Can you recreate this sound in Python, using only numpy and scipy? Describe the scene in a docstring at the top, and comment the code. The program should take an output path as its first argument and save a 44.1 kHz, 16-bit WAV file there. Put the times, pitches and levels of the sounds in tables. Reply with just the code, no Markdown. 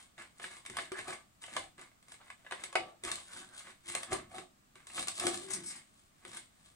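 """A faint shearing hiss and creak over a quiet hush comes first: scissors cut an opened plastic bottle on a table.
Stick-slip friction drives the resonant modes of the wall; impulses make it snap as ribs give way.
The hollow body hums at its low modes, the table gives soft low-passed thuds, and a blade may squeak on a note.
Late on, bright scrapes carry a moving resonance; short reverberation reaches two nearby microphone ports."""
import sys
import numpy as np
from scipy import signal
from scipy.fft import rfft, irfft, next_fast_len
from scipy.io import wavfile
from scipy.ndimage import uniform_filter1d

SR = 44100
rng = np.random.default_rng(int(sys.argv[2]) if len(sys.argv) > 2 else 0)


def unload_wav(signal):
    """Save mono or channel-first audio to the path in sys.argv[1] as 16-bit WAV at rate SR, clipped to [-1, 1]."""
    wavfile.write(
        sys.argv[1],
        SR,
        np.round(np.clip(np.atleast_2d(signal).T, -1, 1) * 32767).astype(np.int16),
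    )


N = 297675  # samples

# Hush of room and microphone: (frequency [Hz], relative density [dB])
HUSH_SPECTRUM = [(12, -15), (20, 0.5), (44, -6.5), (210, -5.5), (527, -20.5), (642, -13), (976, -17.5),
                 (1150, -12), (1400, -17), (2080, -19), (5850, -24.5), (8180, -19.5), (10200, -29.5),
                 (14700, -29), (16000, -22.5)]
HUSH_DB = -67
# Left-right likeness of the hush: (frequency [Hz], correlation [-1 to 1])
HUSH_LIKENESS = [(60, 1), (240, 0.45), (950, -0.35), (3770, 0.053), (15000, -0.23)]

# Strokes of the blades: (bite time [s], rise before it [s], hold [s], wall level [dB],
# pitch of the flexed patch [Hz], blade hiss level [dB])
STROKES = [(0, .05, .001, -62, 1815, -56.5), (0.197, 0.034, .01, -52, 1700, -56.5),
           (0.44, 0.082, 0.0075, -53, 1910, -49), (0.517, 0.047, .07, -57.5, 1600, -56),
           (0.683, 0.045, 0.064, -64, 1840, -64), (0.802, 0.2, 0.048, -51, 1900, -53.5),
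           (0.987, 0.05, .001, -50, 1720, -47.5), (1.093, 0.094, 0.032, -46, 1054, -49.5),
           (1.423, 0.024, 0.078, -61, 1700, -53), (1.562, 0.15, 0.06, -50.5, 1258, -53),
           (1.782, 0.007, 0.034, -53, 1343, -56.5), (2.111, 0.071, .02, -64.5, 1250, -60.5),
           (2.288, 0.25, 0.008, -66, 1750, -66.5), (2.53, 0.046, 0.074, -58.5, 1200, -61),
           (2.647, 0.32, 0.009, -54.5, 1506, -57), (2.799, 0.053, 0.096, -46, 663, -64),
           (3.05, 0.028, 0.17, -44.5, 1200, -45.5), (3.385, 0.33, .03, -59.5, 1580, -50.5),
           (3.581, 0.13, 0.0072, -62.5, 1420, -53), (3.678, 0.1, 0.0058, -57, 1660, -58.5),
           (3.894, 0.071, 0.0268, -53, 1850, -46), (3.956, 0.066, 0.0942, -49.5, 1310, -50.5),
           (4.124, 0.082, 0.0356, -42.5, 1040, -50), (4.36, 0.078, 0.0017, -47.5, 762, -50.5),
           (4.765, .04, 0.1, -64.5, 1660, -70), (4.895, 0.039, 0.082, -65.5, 1414, -57),
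           (4.979, 0.089, 0.021, -49, 850, -43), (5.079, 0.083, .02, -54.5, 1128, -56),
           (5.159, 0.045, 0.013, -66, 1400, -44.5), (5.214, 0.05, 0.0425, -42.5, 830, -50),
           (5.265, 0.16, 0.39, -43, 897, -41), (5.524, 0.14, 0.18, -51, 1820, -51),
           (5.707, 0.14, 0.11, -57.5, 2000, -55), (5.996, 0.43, 0.078, -81, 1315, -71),
           (6.254, 0.074, 0.0654, -62.5, 1036, -84), (6.366, 0.2, 0.0045, -54.5, 1670, -50.5),
           (6.666, 0.37, 0.025, -73.5, 1250, -67)]
RISE_DB = 30  # climbed during any rise
WALL_SAG, WALL_FADE, HISS_SAG, HISS_FADE = 115, 228, 96, 267  # dB per s, in the hold and after it
# Modes of the wall: (frequency [Hz], width [Hz], relative level [dB])
WALL_MODES = [(577, 210, -32.5), (699, 66, -3.5), (747, 31, -0.5), (853, 40, -6.5), (930, 320, -10.5),
              (1160, 29, 0.5), (1263, 115, 10.5), (1536, 200, 9), (1717, 143, 15.5), (2013, 160, 16),
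              (2160, 165, 15.5), (2545, 274, 10), (2890, 320, 16), (3530, 190, 11.5), (4330, 430, -13.5)]
WALL_BAND_HZ = (510, 5200)  # the wall radiates mainly between these
FAR_SHARE = 0.04  # of the force that reaches modes far from the patch
# Colour of hiss and cracks at the microphone: (frequency [Hz], relative level [dB])
EDGE_SPECTRUM = [(300, -21), (1500, -20), (3500, -1.5), (5800, -9.5), (7200, -4.5), (8400, 5), (9500, -4),
                 (11500, -23.5), (16000, -32)]

# Knocks of the bottle on the table: (time [s], hold [s], table level [dB],
# deep part relative to the table level [dB], hollow body level [dB], pitch of the hum [Hz])
KNOCKS = [(.713, 0.11, -60.5, 6, -66, 347), (0.981, 0.03, -66.5, 2, -53, 371.3),
          (1.09, 0.016, -76, 2, -63.5, 343), (1.57, .02, -65, 11, -58, 330),
          (2.771, 0.0061, -73, -4, -54, 348), (3.071, 0.048, -68, 17, -56.5, 335),
          (3.365, 0.16, -62, -4, -63.5, 361.4), (3.911, 0.053, -67, 7, -53.5, 345.6),
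          (4.132, 0.014, -53.5, 8, -47.5, 350.4), (4.368, 0.0099, -61, -21, -56, 360),
          (4.997, .02, -58, 5, -57.5, 306.5), (5.249, 0.037, -47.5, -12, -34.5, 350.6),
          (5.449, 0.059, -66, -9, -46.5, 382.2), (5.543, 0.011, -56, -11, -52.5, 370),
          (5.584, 0.028, -56, -14, -54.5, 190), (5.588, 0.022, -80, 0, -50, 344),
          (6.275, 0.08, -65.5, -2.5, -63.5, 338)]
TABLE_RISE_S, HOLLOW_RISE_S = 0.07, 0.078
KNOCK_SAG, TABLE_FADE, HOLLOW_FADE = 74, 92, 154  # dB per s
PUSH_TABLE_DB, PUSH_HOLLOW_DB = -12.5, -12.5  # push of each stroke, relative to its wall level
# Colour of the thuds: (frequency [Hz], relative level [dB])
TABLE_SPECTRUM = [(25, -6), (50, -11), (85, 2.5), (140, 1.5), (200, 5.5), (300, 4), (600, -78)]
DEEP_HZ = 110  # split between the deep and upper part of a thud
# Modes of the air and base of the body: (frequency [Hz], width [Hz], relative level [dB])
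HOLLOW_MODES = [(190, 24, -12), (292, 24, -15), (345, 11, 0), (374, 14, -2)]
HOLLOW_BAND_HZ = (170, 430)  # the body hums mainly between these
HUM_OCT = 0.065  # spread of the modes rung at 360 Hz, wider away from it
LOCK_SHARE = 0.68  # share of the knock's hum amplitude locked on to one note
WAVER = .01  # rms wander of that note, as a fraction of its pitch

# Snaps of the wall: (time [s], peak level of the wall [dB], pitch of the flexed patch [Hz],
# hollow body relative to the wall [dB], crisp edge relative to the wall [dB])
SNAPS = [(0.179, -43, 2030, -34, -6), (0.397, -41, 1800, -21, -1.5), (0.441, -30, 1940, -23.5, -35),
         (0.567, -45.5, 2000, -30, 4.5), (0.651, -43.5, 2150, -30, 0), (0.661, -39, 2040, -47, 5.5),
         (0.698, -37.5, 2460, -14.5, 1.5), (0.768, -29, 1520, -30, 1.5), (0.786, -27.5, 2400, -39, -9),
         (0.796, -43, 1250, -7, -4), (0.918, -34, 1250, -3, 1.5), (0.988, -31, 1600, -21, -6),
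         (1.081, -39, 736, -5, 3), (1.438, -39, 1790, -50, -3), (1.48, -40.5, 730, -29, -24),
         (1.565, -24.5, 1340, -27, -2.5), (1.786, -49, 1240, -9.5, -19), (1.915, -58.5, 1240, -42, -20),
         (2.026, -60, 1240, -57, 6.5), (2.083, -51.5, 1900, -25, 6), (2.119, -48, 1210, -32, 10),
         (2.141, -50.5, 1900, -33, 5), (2.213, -47.5, 1300, -47, -33), (2.301, -35.5, 2010, -64, -6),
         (2.447, -49, 730, -21, -40), (2.464, -40, 710, -38, -13), (2.51, -32, 700, -48, -5),
         (2.521, -25, 1900, -23.5, -10), (2.637, -33.5, 1800, -25, 6.5), (2.727, -39.5, 695, -22, 2),
         (2.754, -15.5, 694, -26, -10.5), (2.834, -45, 660, -32, -44), (3.036, -40.5, 1080, -6, 11),
         (3.049, -39, 1500, -25, 12), (3.115, -35, 1070, -19, 13), (3.126, -39, 1060, -38, 1),
         (3.155, -47.5, 1190, -34, 18), (3.201, -53.5, 1200, -30, 12.5), (3.605, -44.5, 1650, -47, -19),
         (3.669, -44, 2050, -37, -29), (3.885, -44.5, 2150, -28, 8), (3.95, -28.5, 1650, -25, 8.5),
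         (4.031, -37, 1130, -65, 8), (4.119, -27.5, 820, -9, -2), (4.129, -33, 710, -2, 11),
         (4.382, -35, 1300, -13, -4), (4.755, -46, 2040, -18, -1.5), (4.869, -47, 1450, -30, 9.5),
         (4.899, -43.5, 1180, -30, -24), (4.979, -28.5, 930, -32, -10), (5.026, -37.5, 1060, -35, 10.5),
         (5.071, -38.5, 3490, -23, 7), (5.082, -34, 1130, -66, 14), (5.116, -51, 1100, -37, 15),
         (5.197, -36, 780, -37, 14), (5.236, -33.5, 690, -9.5, 3), (5.267, -24.5, 850, -11, 7),
         (5.342, -50, 1110, -19, 20), (5.538, -45, 2130, -14, 3), (6.25, -37, 1300, -16, -1),
         (6.37, -45, 1840, -42, 12.5)]
SNAP_OCT, SNAP_OCT_PER_DB = 0.67, -0.05  # spread of the modes rung: wider as the body's part weakens
SNAP_DETUNE = .015  # rms shift of each bent-wall mode from snap to snap, as a fraction
SNAP_WIDTH = 0.99  # factor on the mode widths in a snap

# Squeaks, a blade rubbing one patch of the wall on a note:
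# (time [s], rise before it [s], hold [s], level [dB], pitch [Hz])
SQUEAKS = [(0.182, 0.017, 0.041, -56, 1934), (0.874, 0.018, .008, -60, 1670),
           (0.964, 0.059, 0.016, -42.5, 1740), (1.528, 0.025, 0.025, -56, 1970),
           (1.581, 0.038, 0.076, -56, 737), (2.204, 0.018, 0.0097, -59.5, 1288),
           (3.304, 0.048, 0.045, -59.5, 1450), (3.363, 0.049, 0.081, -56, 1500),
           (3.56, 0.48, 0.09, -62, 1550), (3.859, .03, 0.052, -64, 2130), (5.727, 0.067, 0.091, -64, 2110)]
SQUEAK_OCT, SQUEAK_SAG, SQUEAK_FADE = 0.086, 58, 620  # octaves, then dB per s

# Scrapes of the blades drawn out along the cut: (time [s], hold [s], level [dB])
SCRAPES = [(5.504, 0.016, -41), (5.534, 0.0059, -33.5), (5.548, 0.0049, -55), (5.639, .005, -49.5),
           (5.661, 0.0057, -45), (5.671, 0.045, -45.5), (5.76, 0.0044, -49.5)]
SCRAPE_LOW_HZ, SCRAPE_RISE_S = 4800, .008
SCRAPE_SAG, SCRAPE_FADE = 30, 900  # dB per s
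# Ring of the blade: (time [s], frequency [Hz])
BLADE_SLIDE = [(5.5, 9750), (5.62, 7600), (5.66, 8300), (5.8, 7200)]
SLIDE_WIDTH_HZ, SLIDE_DB = 550, 4
UNDER_SHARE, UNDER_DB = 0.666, 6.5  # a second ring at this share of the pitch

# The cutting edge wanders as the bottle is turned: (time [s], left over right [dB])
EDGE_PAN = [(0.0, 2), (5.3, 2), (5.52, 7), (5.7, 3), (6.75, 2)]
BODY_LAG_S, EDGE_LAG_S = .00008, .0001688  # both reach the left port first
# Reverberation time of the room: (frequency [Hz], time to fall 60 dB [s])
ROOM_T60 = [(200, 0.047), (530, 0.25), (1400, 0.12), (3700, 0.26), (9700, 0.18)]
ROOM_DB = -0.5
WIDE_HZ = 176  # below this the room sounds mostly alike in both ports
CUTOFF_HZ = 15800


def gain_of(db):
    """Level: the amplitude ratio of a number of decibels."""
    return 10 ** (np.asarray(db) / 20)


def evened(x):
    """Normalization: scales a signal to rms 1."""
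    return x / np.sqrt(np.mean(x ** 2) + 1e-20)


def read(points, hz):
    """Interpolation: reads a spectrum on a log-frequency axis."""
    f, value = np.transpose(points)
    return np.interp(np.log(hz + 1), np.log(f + 1), value)


def add(mix, s, sound):
    """Superposition: mixes a sound in at time s."""
    part = mix[..., round(s * SR):][..., :sound.shape[-1]]
    part += sound[..., :part.shape[-1]]


def filtered(x, order, hz, kind):
    """Selective transmission: a Butterworth filter."""
    return signal.sosfilt(signal.butter(order, hz, kind, fs=SR, output="sos"), x)


def wander(size):
    """Slow fluctuation: noise averaged twice over size samples, at rms 1."""
    once = uniform_filter1d(rng.standard_normal(N), size)
    return evened(uniform_filter1d(once, size))


def colour(x, points):
    """Minimum phase: a causal filter of the given spectrum, with unit energy."""
    log_gain = np.log(gain_of(read(points, abs(np.fft.fftfreq(8192, 1 / SR)))))
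    response = np.exp(np.conj(signal.hilbert(log_gain)))
    taps = np.fft.ifft(response).real[:4096]
    return signal.oaconvolve(x, taps / np.linalg.norm(taps))[:len(x)]


def spread(curve):
    """Interpolation: from 1 ms steps to samples."""
    return np.interp(np.arange(N) / SR, np.arange(len(curve)) * .001, curve)


def swells(s, rise_s, hold_s, db, sag, fade):
    """Exponential growth and decay: power of each event in 1 ms steps (rise, sagging hold, fade)."""
    t = np.arange(0, N / SR + .002, .001) - s[:, None]
    rise_s = (rise_s * np.ones(len(s)))[:, None]
    hold_s = hold_s[:, None]
    lost_db = RISE_DB * np.maximum(-t, 0) / rise_s
    lost_db += sag * np.clip(t, 0, hold_s) + fade * np.maximum(t - hold_s, 0)
    return gain_of(np.maximum(db[:, None] - lost_db, -200)) ** 2


def slips(per_s, spread_db, smooth):
    """Stick-slip friction: random jerks of uneven size over steady noise."""
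    hits = rng.random(N) < per_s / SR
    signs = rng.choice([-1, 1], N)
    sizes = gain_of(spread_db * np.minimum(rng.exponential(1, N), 4))
    jerks = evened(hits * signs * sizes)
    return evened((1 - smooth) * jerks + smooth * rng.standard_normal(N))


def ring(force, modes, patch_hz=None, octaves=.8):
    """Modal resonance: modes near the pitch of the flexed patch take most of a steady total power."""
    out, power = np.zeros(len(force)), 0
    for hz, width, db in modes:
        near = 1
        if patch_hz is not None:
            near = FAR_SHARE + np.exp(-(np.log2(hz / patch_hz) / octaves) ** 2)
        r, turn = np.exp(-np.pi * width / SR), 2 * np.pi * hz / SR
        mode = signal.lfilter([np.sin(turn)], [1, -2 * r * np.cos(turn), r * r], near * force)
        out += mode * gain_of(db)
        power += (near * gain_of(db)) ** 2 / width
    return out / np.sqrt(power)


def wall_ring(force, patch_hz, octaves, modes=WALL_MODES):
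    """Radiation of a thin wall: its modes, weakened outside the radiating band."""
    return filtered(ring(force, modes, patch_hz, octaves), 4, WALL_BAND_HZ, "band")


def hollow_ring(force, hum_hz):
    """Cavity resonance: the body's low modes, weakened outside their band."""
    octaves = HUM_OCT + abs(np.log2(hum_hz / 360))
    return filtered(ring(force, HOLLOW_MODES, hum_hz, octaves), 2, HOLLOW_BAND_HZ, "band")


def resonate(x, hz, width_hz):
    """Heterodyning: a moving resonance of gain 1, low-passed around its own carrier."""
    turn, r = np.exp(2j * np.pi * np.cumsum(hz) / SR), np.exp(-np.pi * width_hz / SR)
    return 2 * (turn * signal.lfilter([1 - r], [1, -r], x / turn)).real


def hush():
    """Diffuse noise: steady and spectrally shaped, with a correlation between ports set by frequency."""
    frames, hz = N // 256 + 5, np.fft.rfftfreq(1024, 1 / SR)
    a, b, c, d = rng.standard_normal((frames, 513, 4)).T
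    same = read(HUSH_LIKENESS, hz)[:, None]
    left = a + 1j * b
    right = same * left + np.sqrt(1 - same ** 2) * (c + 1j * d)
    z = np.array([left, right]) * gain_of(read(HUSH_SPECTRUM, hz))[:, None]
    noise = signal.istft(z, nperseg=1024, noverlap=768)[1][:, :N]
    return gain_of(HUSH_DB) * evened(noise)


def strokes():
    """Power addition: wall dB, patch pitch and hiss dB of all strokes; the strongest dominates the pitch."""
    s, rise_s, hold_s, wall_db, patch_hz, hiss_db = np.transpose(STROKES)
    wall = swells(s, rise_s, hold_s, wall_db, WALL_SAG, WALL_FADE)
    hiss = swells(s, rise_s, hold_s, hiss_db, HISS_SAG, HISS_FADE)
    total_wall_db = 10 * np.log10(wall.sum(0))
    total_hiss_db = 10 * np.log10(hiss.sum(0))
    return spread(total_wall_db), spread(patch_hz @ wall / wall.sum(0)), spread(total_hiss_db)


def shear():
    """Friction-driven resonance: the dragged wall creaks and the edge hisses, in gusts as the grip wavers."""
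    wall_db, patch_hz, hiss_db = strokes()
    grip_db = 2.2 * wander(250)
    catch_db = 3.75 * wander(90)  # the edge catches on burrs
    # dull bending with little hiss stirs fewer modes
    octaves = np.clip(0.86 + 0.0093 * (hiss_db - wall_db), .15, 1.2)
    creak = evened(wall_ring(slips(400, 4.3, 0.62), patch_hz, octaves))
    wall = creak * gain_of(wall_db + grip_db)
    hiss = colour(slips(2500, 4.0, 0.55), EDGE_SPECTRUM) * gain_of(hiss_db + grip_db + catch_db)
    return np.array([wall, hiss])


def handling():
    """Forced vibration: knocks and strokes push the bottle; the table thuds low and the hollow body hums."""
    s, hold_s, table_db, deep_db, hollow_db, hum_hz = np.transpose(KNOCKS)
    push = gain_of(strokes()[0])

    def thud_level(db):
        """Power addition: the knocks' table level joined by the push of the strokes."""
        power = swells(s, TABLE_RISE_S, hold_s, db, KNOCK_SAG, TABLE_FADE).sum(0)
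        return np.hypot(np.sqrt(spread(power)), gain_of(PUSH_TABLE_DB) * push)

    upper, deep = thud_level(table_db), thud_level(table_db + deep_db)
    power = swells(s, HOLLOW_RISE_S, hold_s, hollow_db, KNOCK_SAG, HOLLOW_FADE)
    warped_s = np.cumsum(1 + WAVER * wander(900)) / SR
    notes = sum(np.sqrt(2 * spread(p)) * np.sin(2 * np.pi * hz * warped_s) for p, hz in zip(power, hum_hz))
    hollow = np.sqrt(spread(power.sum(0)))
    mean_hum_hz = spread(hum_hz @ power / power.sum(0))
    lumps = colour(rng.standard_normal(N), TABLE_SPECTRUM)
    low = signal.sosfiltfilt(signal.butter(2, DEEP_HZ, fs=SR, output="sos"), lumps)
    table = low * deep + (lumps - low) * upper
    hum = evened(hollow_ring(slips(440, 1.5, 0.55), mean_hum_hz))
    hum_level = np.hypot((1 - LOCK_SHARE) * hollow, gain_of(PUSH_HOLLOW_DB) * push)
    return table, LOCK_SHARE * notes + hum * hum_level


def snaps():
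    """Impulse response: a jolt and a few ms of splitting crack, ring the wall and set the body ringing."""
    out, t = np.zeros((2, N)), np.arange(4500) / SR
    noise = rng.standard_normal((len(SNAPS), 2, len(t)))
    split = (1 - np.exp(-t / 0.00066)) * np.exp(-t / 0.0038)
    burst = (1 - np.exp(-t / 0.0017)) * np.exp(-t / 0.0022)
    cracks = colour((noise[:, 1] * burst).ravel(), EDGE_SPECTRUM).reshape(len(SNAPS), -1)
    jolt = (1 - np.exp(-t / .00005)) * np.exp(-t / 0.00004)
    hollow = ring(jolt, HOLLOW_MODES[-1:])
    bend = 1 + SNAP_DETUNE * rng.standard_normal((len(SNAPS), len(WALL_MODES)))
    for snap, tearing, crack, shift in zip(SNAPS, noise[:, 0], cracks, bend):
        s, db, patch_hz, hollow_db, crisp_db = snap
        modes = [(hz * k, width * SNAP_WIDTH, mode_db) for (hz, width, mode_db), k in zip(WALL_MODES, shift)]
        octaves = SNAP_OCT + SNAP_OCT_PER_DB * hollow_db
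        wall = wall_ring(jolt + .5 * tearing * split, patch_hz, octaves, modes)
        wall, body, crack = (x / abs(x).max() for x in (wall, hollow, crack))
        sound = np.array([wall + gain_of(hollow_db) * body, gain_of(crisp_db) * crack])
        add(out, s, gain_of(db) * sound)
    return out


def squeaks():
    """Selective excitation: dense slips ring mainly the modes next to the rubbed patch."""
    s, rise_s, hold_s, db, patch_hz = np.transpose(SQUEAKS)
    power = swells(s, rise_s, hold_s, db, SQUEAK_SAG, SQUEAK_FADE)
    mean_patch_hz = spread(patch_hz @ power / power.sum(0))
    rung = wall_ring(slips(970, 2.7, 0.26), mean_patch_hz, SQUEAK_OCT)
    return evened(rung) * np.sqrt(spread(power.sum(0)))


def scrapes():
    """Friction through moving resonances: fine slips of steel on the cut edge, thin and bright."""
    s, hold_s, db = np.transpose(SCRAPES)
    rub = colour(slips(3000, 3.9, 0.47), EDGE_SPECTRUM)
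    hz = np.interp(np.arange(N) / SR, *np.transpose(BLADE_SLIDE))
    blade = gain_of(SLIDE_DB) * resonate(rub, hz, SLIDE_WIDTH_HZ)
    under = gain_of(UNDER_DB) * resonate(rub, UNDER_SHARE * hz, SLIDE_WIDTH_HZ)
    thin = filtered(rub + blade + under, 4, SCRAPE_LOW_HZ, "high")
    power = swells(s, SCRAPE_RISE_S, hold_s, db, SCRAPE_SAG, SCRAPE_FADE).sum(0)
    return evened(thin) * np.sqrt(spread(power))


def ports(x, lag_s, pan_db):
    """Interaural differences: one source reaches the right port later, with a level difference."""
    size = 2 * next_fast_len(N // 2 + 2048)
    delay = np.exp(-2j * np.pi * np.fft.rfftfreq(size, 1 / SR) * lag_s)
    late = irfft(rfft(x, size) * delay, size)[:N]
    return np.array([x * gain_of(pan_db / 2), late * gain_of(-pan_db / 2)])


def room(x):
    """Reverberation: sparse echoes of random sign, each band decaying at its own rate; three tails take turns."""
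    out, turn = np.zeros((2, N)), 2 * np.pi * 3.1 * np.arange(N) / SR
    for k in range(3):
        taps = np.zeros((2, SR // 2))
        starts = np.arange(150, SR // 2 - 20, 20)
        at = starts + rng.integers(0, 20, (2, len(starts)))
        np.put_along_axis(taps, at, rng.choice([-1., 1.], at.shape), 1)
        hz, t, z = signal.stft(taps, SR, nperseg=256)
        decay = gain_of(-60 * t / read(ROOM_T60, hz)[:, None])
        tail = signal.istft(z * decay, SR, nperseg=256)[1]
        share = np.sqrt(2 / 3) * np.cos(turn + 2 * np.pi * k / 3)
        out += signal.fftconvolve((x * share)[None], tail / np.linalg.norm(tail[0]), axes=1)[:, :N]
    return out


def scene():
    """Superposition: direct sound at the two ports, its room, the table and the hush."""
    table, hollow = handling()
    wall, edge = shear() + snaps()
    wall, edge = wall + squeaks(), edge + scrapes()
    edge_pan_db = np.interp(np.arange(N) / SR, *np.transpose(EDGE_PAN))
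    near = ports(wall + hollow, BODY_LAG_S, pan_db=-1.5) + ports(edge, EDGE_LAG_S, edge_pan_db)
    left, right = gain_of(ROOM_DB) * room(wall + gain_of(-0.5) * hollow + gain_of(-2.5) * edge)
    middle = (left + right) / 2
    side = filtered(left - right, 2, WIDE_HZ, "high") / 2
    return near + middle + np.array([side, -side]) + table + hush()


def record(dry):
    """Band limitation: a linear-phase low-pass."""
    taps = signal.firwin(511, CUTOFF_HZ, window=("kaiser", 9), fs=SR)
    return signal.oaconvolve(dry, taps[None], "same")


dry = scene()
out = record(dry)
unload_wav(out)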